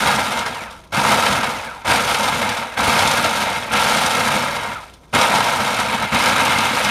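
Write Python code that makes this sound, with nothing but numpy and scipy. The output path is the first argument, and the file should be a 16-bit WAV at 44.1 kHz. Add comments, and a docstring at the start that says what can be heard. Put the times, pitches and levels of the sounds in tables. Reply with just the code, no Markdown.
"""Food processor chopping cookies

A food processor chops hard cookies in seven pulses, close to the microphone in a small kitchen.
The blade flings pieces at the plastic bowl: random blows ring the base (chunks) and the wall (bits),
and short noise bursts make the crumbs tick. Larger pieces snap now and then.
The motor, a stack of sine tones, whines up at each pulse and glides down as it coasts.
Quiet room air (shaped noise) and a faint steady hum lie underneath."""
import sys
import numpy as np
from scipy import signal
from scipy.fft import rfft, irfft
from scipy.io import wavfile
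from scipy.ndimage import uniform_filter1d

SR = 44100
rng = np.random.default_rng(int(sys.argv[2]) if len(sys.argv) > 2 else 0)


def log_audio(samples):
    """Write samples as a 16-bit WAV file to the path given in sys.argv[1]."""
    # one column per channel
    frames = np.atleast_2d(samples).T
    # limit to full scale, then quantise
    limited = np.clip(frames, -1, 1)
    pcm = np.round(limited * 32767).astype(np.int16)
    wavfile.write(sys.argv[1], SR, pcm)


N = 304290  # samples, about 6.9 s
TIME = np.arange(N) / SR  # seconds
TAPS = 4096  # samples in one ring or spectrum response

# The switch is held down; the rattle weakens while it is:
# (on [s], off [s], rattle at start [dB], rattle at release [dB],
#  crumbs against rattle [dB], chunks against rattle [dB])
PULSES = [(-.12, 0.339, -12, -22, -11, -11.5), (0.919, 1.347, -15.5, -17.5, -11, -11.5),
          (1.844, 2.422, -16.5, -21, -10.5, -11.5), (2.77, 3.435, -15, -20, -10, -11),
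          (3.709, 4.40, -15, -19, -10, -13), (5.126, 5.872, -14.5, -20, -11.5, -13),
          (6.118, 7.0, -15, -19, -10.5, -12)]
# The rattle surges or dips briefly, with heavier or lighter thumps:
# (time [s], length [s], rattle change [dB], extra change of chunks [dB])
SURGES = [(0.072, .04, 3.5, 4.5), (0.167, 0.019, -5, 10), (0.376, 0.033, 4.5, -5), (.484, 0.024, 4, -8),
          (.57, 0.048, 2, -6), (.62, .03, 1.5, -1), (.985, 0.016, 1, 2), (1.112, 0.13, 4, 1.5),
          (1.267, 0.025, 1.5, -2), (1.652, 0.043, -1.5, 0), (1.933, 0.11, 5, -1), (2.098, 0.038, 4.5, -6),
          (2.343, 0.083, 1.5, 2), (2.435, 0.034, 4.5, -3), (2.52, 0.11, 3.5, -1), (2.883, 0.016, 1, 9),
          (3.013, 0.092, 3.5, -1.5), (3.25, 0.031, 2, 0), (3.557, 0.026, 4, -8), (3.8, .03, 2, -2),
          (4.36, 0.072, 1, 5), (4.735, 0.12, 2.5, 6), (4.83, 0.033, 3.5, -3), (5.162, 0.068, 4, 2.5),
          (5.345, 0.031, 1, 5), (5.406, 0.0092, 3, 1), (5.799, 0.015, 5, -1), (5.945, .03, 3, 3),
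          (6.035, 0.056, 5, 2), (6.15, 0.031, -0.5, 3), (6.356, 0.018, -0.5, 0)]
# A slower blade throws softer; the last three levels are set against the rattle:
# (share of full speed [0-1], rattle [dB], crumbs [dB], chunks [dB], whine [dB])
THROW_LEVELS = [(0, -37.5, 5, 11, -17), (.06, -26, 2.5, 0, -16), (.14, -17, -1.5, -4, -14),
                (.26, -10, -1.5, -1, -8.5), (.5, -4.5, -1, 1, -8.5), (.9, -1, -1.5, 1, -21),
                (1, -0.5, 1, -0.5, -17)]
# Ringing modes of the bowl and lid: (frequency [Hz], width [Hz], relative level [dB])
BOWL_MODES = [(489.2, 55.5, -6.5), (527, 4.7, -21), (601, 119, -7.5), (719, 53, -6.5), (812, 42, -5),
              (866, 17.4, -1.5), (918.3, 37.6, -0.5), (966, 34, -11), (1010, 134, -7), (1249, 66, -4.5),
              (1367, 156, -6.5), (1362, 84, -12.5), (1562, 15, -8), (1627, 35, -6), (1874, 113, -14),
              (2129, 64, -6.5), (2246, 8, -6.5), (2317, 114, -12), (2570, 123, -13), (2800, 74, -18.5),
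              (2980, 180, -21.5), (3100, 106, -18.5), (3370, 63, -18.5), (3850, 190, -17.5)]
# The rattle's brightness wavers and is highest near the end: (time [s], treble change [dB])
BRIGHTNESS = [(0, 1), (1.3, -1), (2.5, 2), (4.2, 2), (5.5, 1), (6.6, 4)]
# Ringing modes of the motor base on the counter: (frequency [Hz], width [Hz], relative level [dB])
BASE_MODES = [(68, 23, -8), (101.7, 11, 2.5), (130.6, 29, -1), (148, 16, -4.5), (206, 54, -2.5),
              (226.3, 34, 0.5), (261.6, 20, 1), (324, 39, -7.5), (428, 134, -6.5)]
# Spectrum of a crumb's tick: (frequency [Hz], relative level [dB])
CRUMB_SPECTRUM = [(1500, -31), (3200, 5.5), (4300, 0), (5800, -1), (7500, -4.5), (8400, -2), (10500, -5.5),
                  (12000, -9), (14000, -15), (15700, -21)]
# Partials of the whine: (multiple of base pitch [ratio], typical level [dB])
WHINE_PARTIALS = [(1, -7), (1.5, -7.5), (2, -9), (2.5, -11), (3, 0.5), (4, -5.5), (5, -2)]
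# Spectrum of the quiet kitchen's air: (frequency [Hz], relative level per Hz [dB])
AIR_SPECTRUM = [(15, -34), (25, 1), (172, 0), (250, -5), (691, -9), (811, -19), (978, -8), (2850, -53),
                (3090, -46), (6540, -28), (7090, -44), (15000, -44)]
# The blade snaps a large piece: (time [s], level [dB], knock against that level [dB])
SNAPS = [(.0737, -16, -8), (.1511, -20.5, -13), (.158, -14, -3), (.389, -15.5, -4), (.46, -20, 4),
         (.943, -15, -6), (1.0111, -16, -7), (1.2615, -14, 9), (1.3234, -14, 6), (2.143, -14, 6),
         (2.2293, -13, -11), (2.2762, -15, 4), (2.4894, -15.5, -2), (2.5691, -20, 2), (2.892, -15, 6),
         (2.9901, -10, -3), (3.0724, -10, 0), (3.1113, -11, 0), (3.243, -13.5, 7), (3.733, -13.5, -5),
         (3.983, -13, -6), (4.0607, -9, -14), (4.3031, -24, 1), (4.5594, -20.5, 2), (5.148, -10, -9),
         (5.2111, -6.5, 0), (5.3477, -14.5, 2), (5.4026, -14, 8), (5.743, -16.5, -5), (5.7972, -18, -9),
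         (6.256, -10.5, -5), (6.295, -16, -3), (6.583, -12, -1), (6.8443, -13.5, 2)]
# The pulse switch clicks under the finger, loose bits settle:
# (time [s], level [dB], knock against that level [dB])
TICKS = [(.707, -32, 1), (.906, -52, 10), (1.814, -61, 35), (4.936, -37, -14), (5.03, -58, 14)]

SPIN_UP_S, COAST_S = .065, .28  # time constants of the motor
BITE_S = 0.022  # the first jolt sets the pieces flying well before the blade is up to speed
FRICTION = .13  # dry friction that stops the blade, as a share of the drag at full speed
CRUMB_FADE_DB, CRUMB_LAG_S = -1, 0.033  # crumbs start a little quieter: they have yet to be cut
TOP_SPEED_HZ = 2540  # base pitch of the whine at full speed
WHINE_WOBBLE = .015  # spread of the pitch, as a share of it
WHINE_DIRECT = .34  # gain of the whine that does not pass through the bowl
BURIED_DB = -8  # while the blade spins up, the first rush of pieces buries the whine
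AIR_DB, HUM_DB, HUM_HZ = -48.5, -53, 60.7
NOTCH_HZ, TOP_HZ = 7850, 15550


def undb(db):
    """Turn decibels into a gain."""
    return 10 ** (np.asarray(db) / 20)


def unit(x):
    """Scale a signal to an average (rms) size of 1."""
    return x / np.sqrt(np.mean(x ** 2))


def walk(rate):
    """Smooth random curve that turns about rate times a second; spread 1."""
    width = max(int(SR / rate), 1)
    smoothed = uniform_filter1d(rng.standard_normal(N), width)
    return unit(uniform_filter1d(smoothed, width // 2 + 1))


def through(x, response):
    """Pass a sound through a body or room, given that body's response to one click."""
    return signal.oaconvolve(x, response)[:N]


def band(x, lo_hz, hi_hz, order=4):
    """Keep what lies between two frequencies."""
    edges = [lo_hz, min(hi_hz, SR / 2.1)]
    return signal.sosfilt(signal.butter(order, edges, "band", fs=SR, output="sos"), x)


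def colour(points):
    """Make a click response with the given spectrum and its energy as early as possible."""
    hz, db = np.transpose(points)
    grid_hz = np.fft.rfftfreq(TAPS, 1 / SR)
    gain = undb(np.interp(np.log(grid_hz + 1), np.log(hz), db))
    # folding the cepstrum makes the response start at once (minimum phase)
    cepstrum = irfft(np.log(gain))
    cepstrum[1:TAPS // 2] *= 2
    cepstrum[TAPS // 2 + 1:] = 0
    return irfft(np.exp(rfft(cepstrum)))


def places(modes, count):
    """The ring of one body struck at several places; each place weights the modes anew."""
    hz, width, db = np.transpose(modes)[:, :, None]
    t = TIME[:TAPS]
    decay = np.exp(-np.pi * width * t)  # a wider mode dies sooner
    rings = undb(db) * width * decay * np.cos(2 * np.pi * hz * t)
    weights = rng.standard_normal((count, len(modes)))
    weights = weights / np.sqrt(np.mean(weights ** 2, axis=0))
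    return weights @ rings


def blows(rate, spread_db):
    """Random impacts, rate a second, of uneven size and mean power 1."""
    chance = np.clip(rate / SR, 0, 1)
    size = unit(undb(spread_db * np.clip(rng.standard_normal(N), -2, 2)))
    hits = rng.random(N) < chance
    direction = rng.choice([-1, 1], N)
    return hits * direction * size / np.sqrt(chance)


def pelt(responses, rate, spread_db, swarm):
    """Share impacts among several responses; the swarm curve makes them swell together."""
    share = rate / len(responses)
    return sum(through(blows(share, spread_db) * swarm, response) for response in responses)


def fractures(decay_s, count, ring=0.54, attack_s=.0001):
    """Short crunches of brittle crumbs: each is a noise burst with a ping at its own pitch."""
    t = TIME[:TAPS // 4]
    ping_hz = np.geomspace(3600, 12000, count)[rng.permutation(count), None]
    grain = rng.standard_normal((count, len(t)))
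    bursts = grain + ring * np.sin(2 * np.pi * ping_hz * t)
    swell = (1 - np.exp(-t / attack_s)) * np.exp(-t / decay_s)
    return signal.fftconvolve(bursts * swell, colour(CRUMB_SPECTRUM)[None, :len(t)], axes=1)


def spin(rise_s):
    """Share of full speed: it climbs while the switch is down, then drag and friction slow it."""
    speed = np.zeros(N)
    for on, off, *_ in PULSES:
        start = np.interp(on, TIME, speed)
        held_s = np.clip(TIME - on, 0, off - on)
        driven = 1 - (1 - start) * np.exp(-held_s / rise_s)
        released_s = np.maximum(TIME - off, 0)
        coasting = (driven + FRICTION) * np.exp(-released_s / COAST_S) - FRICTION
        speed = np.where(TIME >= on, np.maximum(coasting, 0), speed)
    return speed


def throw(share):
    """Levels of rattle, crumbs, chunks and whine at a share of full speed."""
    shares, *columns = np.transpose(THROW_LEVELS)
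    return [np.interp(share, shares, db) for db in columns]


def load():
    """Levels of rattle, crumbs and chunks: they follow the blade's speed, with brief surges and dips."""
    rattle_db, crumb_db, chunk_db, _ = throw(spin(BITE_S))
    next_on = [pulse[0] for pulse in PULSES[1:]] + [np.inf]
    for (on, off, start_db, release_db, crumbs_db, chunks_db), until in zip(PULSES, next_on):
        now = (TIME >= on) & (TIME < until)
        rattle_db[now] += np.interp(TIME[now], [on, off], [start_db, release_db])
        crumb_db[now] += crumbs_db + CRUMB_FADE_DB * np.exp((on - TIME[now]) / CRUMB_LAG_S)
        chunk_db[now] += chunks_db
    for s, length_s, change_db, chunks_db in SURGES:
        bump = np.exp(-(2 * (TIME - s) / length_s) ** 2)
        rattle_db += change_db * bump
        chunk_db += chunks_db * bump
    return rattle_db, crumb_db, chunk_db


def rattling_bits(busy, handfuls):
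    """Bits hit the bowl wall and make it ring; the brightness of the rattle wavers."""
    wall = places(BOWL_MODES, count=40)
    hits = pelt(wall, 2000 * busy, spread_db=2.5, swarm=undb(handfuls))
    bits = band(hits, 430, 4600, order=5)
    upper = signal.sosfiltfilt(signal.butter(2, 2100, "high", fs=SR, output="sos"), bits)
    treble_gain = undb(np.interp(TIME, *np.transpose(BRIGHTNESS)))
    return unit(bits + (treble_gain - 1) * upper)


def thumping_chunks(busy, handfuls):
    """Heavy chunks thump the base and set off its low modes."""
    base = places(BASE_MODES, count=18)
    hits = pelt(base, 480 * busy, spread_db=2, swarm=undb(0.24 * handfuls))
    return unit(band(hits, 54, 340, order=3))


def ticking_crumbs(busy, handfuls):
    """Brittle crumbs break in many tiny bursts, with a faster flicker of their own."""
    crunches = fractures(decay_s=0.0034, count=32)
    swarm = undb(handfuls + .5 * walk(120))
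    return unit(pelt(crunches, 1700 * busy, spread_db=5.5, swarm=swarm))


def chopping(speed, crumb_db, chunk_db):
    """Pieces strike more often as the blade speeds up, in handfuls as it sweeps the heap."""
    busy = .8 + .8 * speed
    handfuls = 1.17 * walk(61)  # dB
    bits = rattling_bits(busy, handfuls)
    chunks = undb(chunk_db + 0.5) * thumping_chunks(busy, handfuls)
    crumbs = undb(crumb_db + 1.0) * ticking_crumbs(busy, handfuls)
    return bits + chunks + crumbs


def motor(hz):
    """An unsteady whine whose partials flare and fade as they sweep across the bowl's resonances."""
    phase = 2 * np.pi * np.cumsum(hz * (1 + WHINE_WOBBLE * walk(73.7))) / SR
    whine = 0
    for (multiple, db), wall in zip(WHINE_PARTIALS, places(BOWL_MODES, count=len(WHINE_PARTIALS))):
        flare_db = 10.3 * np.tanh(walk(55))
        tone = np.sin(round(2 * multiple) / 2 * phase)  # whole and half multiples only
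        partial = undb(db + flare_db) * tone
        wall = wall / np.abs(rfft(wall)).max()  # strongest resonance has gain 1
        whine = whine + WHINE_DIRECT * partial + through(partial, wall)
    return unit(band(whine, 480, 2300, order=2))


def background():
    """Still room air, as shaped noise, and a mains hum, as one low sine tone."""
    air = unit(through(rng.standard_normal(N), colour(AIR_SPECTRUM)))
    hum = unit(np.sin(2 * np.pi * HUM_HZ * TIME))
    return undb(AIR_DB) * air + undb(HUM_DB) * hum


def kitchen(x, t60_s, wet_db):
    """Cupboards and tiles return a short, slightly duller tail."""
    t = TIME[:SR // 2]
    noise = band(rng.standard_normal(len(t)), 63, 9700, order=1)
    tail = noise * undb(-60 * t / t60_s) * (t > .004)  # silent for the first 4 ms
    return x + undb(wet_db) * through(x, tail / np.linalg.norm(tail))


def cracks(events):
    """A piece breaks over a few milliseconds, and its fragments knock on the bowl wall."""
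    out = np.zeros(N + TAPS)
    t = TIME[:TAPS // 4]
    crunches = fractures(decay_s=0.0063, count=len(events), ring=0.3, attack_s=0.0025)
    walls = places(BOWL_MODES, count=len(events))
    for (s, db, body_db), crunch, wall in zip(events, crunches, walls):
        start = int(s * SR)
        crunch = band(crunch, 1700, 9200, order=1)  # a large piece is duller than a crumb
        fragments = rng.standard_normal(len(t)) * t * np.exp(-t / 0.0039)
        knock = band(signal.fftconvolve(wall, fragments)[:TAPS], 470, 4800, order=2)
        # the crunch peaks 1 dB above the table's level
        out[start:start + len(crunch)] += undb(db + 1.0) * crunch / np.abs(crunch).max()
        out[start:start + TAPS] += undb(db + body_db) * knock / np.abs(knock).max()
    return out[:N]


def scene():
    """The running machine; the whine stands out once the load settles and the blade coasts."""
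    speed = spin(SPIN_UP_S)
    rattle_db, crumb_db, chunk_db = load()
    speeding_up = 1. * (np.gradient(speed) * SR > 1)  # gains more than full speed per second
    spinning_up = uniform_filter1d(speeding_up, TAPS // 8)
    whine_db = throw(speed)[-1] + BURIED_DB * spinning_up
    pieces = chopping(speed, crumb_db, chunk_db)
    whine = undb(whine_db) * motor(TOP_SPEED_HZ * speed)
    machine = undb(rattle_db) * (pieces + whine)
    sound = machine + cracks(SNAPS) + cracks(TICKS)
    return (kitchen(sound, t60_s=0.22, wet_db=-16) + background())[None]


def record(dry):
    """The microphone has a narrow treble notch; gain control eases loud surges; the top is cut."""
    notched = signal.lfilter(*signal.iirnotch(NOTCH_HZ, 36, fs=SR), dry)
    loudness = np.sqrt(uniform_filter1d(notched ** 2, TAPS // 6) + 1e-12)
    # only what rises above -16 dB is turned down, by a quarter of the excess
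    eased = notched * np.minimum(1, undb(-16.0) / loudness) ** 0.25
    return signal.sosfilt(signal.ellip(10, .2, 80, TOP_HZ, fs=SR, output="sos"), eased)


dry = scene()
out = record(dry)
log_audio(out)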